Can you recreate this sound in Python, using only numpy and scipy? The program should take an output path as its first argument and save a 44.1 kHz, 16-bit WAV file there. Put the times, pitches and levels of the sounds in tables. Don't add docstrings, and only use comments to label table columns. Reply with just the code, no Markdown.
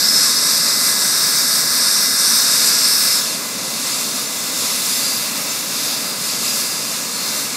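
import sys
import numpy as np
from scipy import signal
from scipy.fft import rfft, irfft
from scipy.io import wavfile
from scipy.ndimage import uniform_filter1d, map_coordinates

SR = 44100
rng = np.random.default_rng(int(sys.argv[2]) if len(sys.argv) > 2 else 0)


def unload_audio(sound):
    columns = np.transpose(np.atleast_2d(sound))
    steps = np.round(np.clip(columns, -1, 1) * 32767)
    wavfile.write(sys.argv[1], SR, steps.astype(np.int16))


def to_linear_factor(level_db):
    exponent = np.asarray(level_db, float) / 20
    return 10 ** exponent


N = 333396
TIME = np.arange(N) / SR
FREQ = np.fft.rfftfreq(N, 1 / SR) + 1e-9
FRAME = 1024

# time in seconds, echo delay in ms, echo share 0-1, finger gap shut 0-1.
HAND = [
    (0, 0.31, .5, .8),
    (.13, 0.3, 0.47, .9),
    (.3, 0.3, 0.46, 0.9),
    (2.33, .29, 0.45, 1),
    (2.5, 0.3, 0.41, 0),
    (3.15, .29, 0.43, 0),
    (3.21, .36, 0.3, 0.1),
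    (3.29, .55, 0.24, 0),
    (3.4, 0.94, 0, 0),
]
# time in seconds, gust in dB.
GUST = [(0, .5), (.85, -0.5), (1.5, -0.5), (1.78, -0.5), (2.62, 1.5), (3.1, 0), (3.42, -3), (4.08, 1),
        (4.27, -1), (4.95, 2), (5.2, 1), (5.32, -1.5), (5.85, 0.5), (6.15, -2), (6.57, 1.5), (7.08, -2.5),
        (7.3, 0), (7.5, -2.5)]


def curves(table):
    seconds, *columns = np.transpose(table)
    return [np.interp(TIME, seconds, column) for column in columns]


def unit(x):
    return x / np.sqrt(np.mean(x ** 2))


def walk(rate):
    hold = int(SR / rate)
    steps = np.repeat(rng.standard_normal(N // hold + 1), hold)
    return unit(uniform_filter1d(uniform_filter1d(steps, hold), hold)[:N])


def colour(points):
    hz, db = np.transpose(points)
    return to_linear_factor(np.interp(np.log(FREQ), np.log(hz), db, left=-90, right=-90))


def bump(hz, width):
    return 1 / (1 + (2 * (FREQ - hz) / width) ** 2)


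def band_rms(spectrum, lo, hi):
    band = spectrum[(FREQ > lo) & (FREQ < hi)]
    return np.sqrt(2 * np.sum(abs(band) ** 2)) / N


def cup():
    full_share = 0.475
    return np.clip(curves(HAND)[1] / full_share, 0, 1)


def rumble():
    # frequency in Hz, density in dB per Hz.
    roar = [(15, -70), (25, -38), (64, -30.5), (136, -6), (237, 0.5), (284, -1.5), (335, -8.5), (533, -5),
            (647, -5.5), (741, -10), (900, -12), (1170, -46), (1980, -120)]
    noise = irfft(rfft(rng.standard_normal(N)) * colour(roar), N)
    level_db = -34 + 0.5 * walk(rate=7.6)
    return unit(noise) * to_linear_factor(level_db)


def whistles():
    # start in seconds, length in seconds, centre in Hz, width in Hz, level in dB.
    intake = [
        (0.0, 0.27, 5210, 260, -16),
        (1.848, 0.47, 5400, 600, -24.5),
        (2.75, .55, 5250, 200, -22.5),
        (4.0, 1.1, 5280, 360, -35),
        (4.85, .5, 4780, 300, -30),
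        (5.4, 1.7, 4850, 420, -31.5),
        (7.05, 0.43, 4300, 200, -35),
        (4.6, 0.7, 7500, 250, -35),
    ]
    out, air = 0, rfft(rng.standard_normal(N))
    for start, length, hz, width, db in intake:
        swell = np.sin(np.pi * np.clip((TIME - start) / length, 0, 1)) ** 0.67
        whistle = unit(irfft(air * bump(hz, width), N))
        out = out + whistle * swell * to_linear_factor(db + 1.4 * walk(rate=8))
    return out


def whine(hz, jitter_hz, db, lift_db, sway, fading_db):
    phase = 2 * np.pi * np.cumsum(hz + jitter_hz * walk(rate=25)) / SR
    level_db = db + lift_db * cup() + sway * curves(GUST)[0] + fading_db * walk(rate=9)
    return np.sqrt(2) * to_linear_factor(level_db) * np.sin(phase)


def whines():
    pitches = [9816, 1672, 2030, 1414]
    # jitter in Hz, level in dB, lift by the hand in dB, share of the gust, fading in dB.
    machines = [
        (4, -40, 2.5, 1.7, 1),
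        (1.5, -46, 7, .3, 2),
        (1.2, -44.5, 4.5, .3, 2),
        (1.5, -55.5, 12.5, .3, 2),
    ]
    return sum(whine(hz, *machine) for hz, machine in zip(pitches, machines))


def cupped(x):
    # centre in Hz, width in Hz, level against the hiss in dB.
    hollow = [(5210, 190, -10.5), (3780, 140, -13), (5850, 340, -9), (1643, 290, -15)]
    delay_ms, share, _ = curves(HAND)
    share = np.clip(share, 0, 0.95)
    lag = delay_ms * SR / 1000
    echo_top_hz = 19600
    dull = irfft(rfft(x) / (1 + (FREQ / echo_top_hz) ** 2), N)
    first = map_coordinates(dull, [np.arange(N) - lag], order=3, mode="wrap")
    second = map_coordinates(dull, [np.arange(N) - 2 * lag], order=3, mode="wrap")
    resonance = sum(to_linear_factor(db) * unit(bump(hz, width)) for hz, width, db in hollow)
    ring = irfft(rfft(rng.standard_normal(N)) * resonance, N) * to_linear_factor(1.4 * walk(rate=9))
    twice = 0.5 * share ** 2
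    power = 1 + share ** 2 + twice ** 2 + 1.56 * share ** 2
    return (x - share * first + twice * second + 2 * share * ring) / np.sqrt(power)


def jet():
    # frequency in Hz, density in dB per Hz.
    exhaust = [(700, -28.5), (1000, -8.5), (1500, -12.5), (1850, -15), (2300, -10.5), (2750, -11),
               (3080, -15.5), (3600, -5.5), (4800, -4), (6500, -4), (9000, -7), (12000, -9.5), (14500, -13),
               (15750, -16.5)]
    # centre in Hz, width in Hz, lift in dB.
    ducts = [(1265, 185, 2.5), (2700, 150, 3.5), (3635, 170, 3), (4280, 176, 3.5), (4820, 226, 3.5),
             (5300, 125, 4), (7520, 260, 2.5)]
    # offset in dB, lift by the hand in dB, share of the gust.
    parts = [
        (2.5, 2.5, .3),
        (0, 7.0, 1.05),
        (.3, 7, 1.12),
    ]
    shape = colour(exhaust) * to_linear_factor(sum(db * bump(hz, width) for hz, width, db in ducts))
    source = rfft(rng.standard_normal(N)) * shape
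    heard = rfft(cupped(irfft(source / band_rms(source, 3400, 7000), N)))

    closed, gust_db = cup(), curves(GUST)[0]
    low_db, mid_db, top_db = (db + lift_db * closed + sway * gust_db for db, lift_db, sway in parts)
    shade_db = -1.5 * closed
    gap_db = -5.5 * curves(HAND)[2]
    gap_hz, gap_octaves = 2650, 0.2
    shared = walk(rate=14)
    out = 0
    for centre in np.arange(np.log2(700), np.log2(20000), 1 / 3):
        band = np.clip(1 - 3 * abs(np.log2(FREQ) - centre), 0, 1)
        low = np.clip((np.log2(3300) - centre) * 3, 0, 1)
        top = np.clip((centre - np.log2(6200)) * 3, 0, 1)
        db = -24 + mid_db + low * (low_db - mid_db) + top * (top_db - mid_db)
        db = db + shade_db * (centre > np.log2(12500))
        db = db + gap_db * np.exp(-((centre - np.log2(gap_hz)) / gap_octaves) ** 2)
        flicker_db = 0.63 * shared + 0.57 * walk(rate=5) + top * 0.93 * walk(rate=16)
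        out = out + irfft(heard * band, N) * to_linear_factor(db + flicker_db)
    return out


def scene():
    mono = rumble() + whistles() + whines() + jet()
    return np.array([mono, mono])


def starved(x):
    # frequency in Hz, level against the loudness in dB.
    floor = [(9000, -14), (10300, -7.5), (12000, -8), (13200, -10), (14600, -6.8), (15700, -7.5)]
    hz, _, z = signal.stft(x, SR, "cosine", 2 * FRAME, FRAME)
    power = abs(z) ** 2
    loudness = power[hz > 4000].mean(axis=0)
    line = to_linear_factor(2 * np.interp(hz, *np.transpose(floor), left=-200))[:, None] * loudness
    patch = uniform_filter1d(uniform_filter1d(power, size=5, axis=0), size=2, axis=1)
    return signal.istft(z * (patch > line), SR, "cosine", 2 * FRAME, FRAME)[1][:N]


def fills():
    # time in seconds, low edge in Hz, high edge in Hz, side level in dB.
    bursts = [(0.373, 4597, 5727, -19.6), (1.696, 6223, 7633, -30.6), (1.696, 10960, 12446, -31.3),
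              (3.369, 13049, 14524, -42.6), (3.928, 4155, 6341, -29), (3.996, 6223, 7633, -32.6),
              (4.206, 4200, 5221, -34), (4.275, 5620, 6912, -32.2), (4.275, 7536, 9000, -33.3),
              (4.974, 5630, 6912, -32.3), (5.507, 5630, 6912, -31.1), (5.877, 8204, 9700, -33.3),
              (6.249, 5160, 6319, -32.5), (6.505, 4210, 5200, -29), (7.155, 5620, 6933, -33.6),
              (7.155, 7547, 11078, -30), (7.385, 6190, 7622, -33.2)]
    side = np.zeros(N)
    hz = np.fft.rfftfreq(2 * FRAME, 1 / SR)
    window = np.sin(np.pi * (np.arange(2 * FRAME) + 0.5) / (2 * FRAME)) ** 2
    for seconds, lo, hi, db in bursts:
        start = int(seconds * SR) - FRAME
        noise = rfft(rng.standard_normal(2 * FRAME))
        burst = unit(irfft(noise * ((hz > lo) & (hz < hi)))) * window
        side[start:start + 2 * FRAME] += to_linear_factor(db + 1.5) * burst
    return np.array([side, -side])


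def roll_off(x):
    return signal.sosfilt(signal.butter(12, 16970, fs=SR, output="sos"), x)


def record(dry):
    mix = starved(dry[0]) + fills()
    return roll_off(mix)


dry = scene()
out = record(dry)
unload_audio(out)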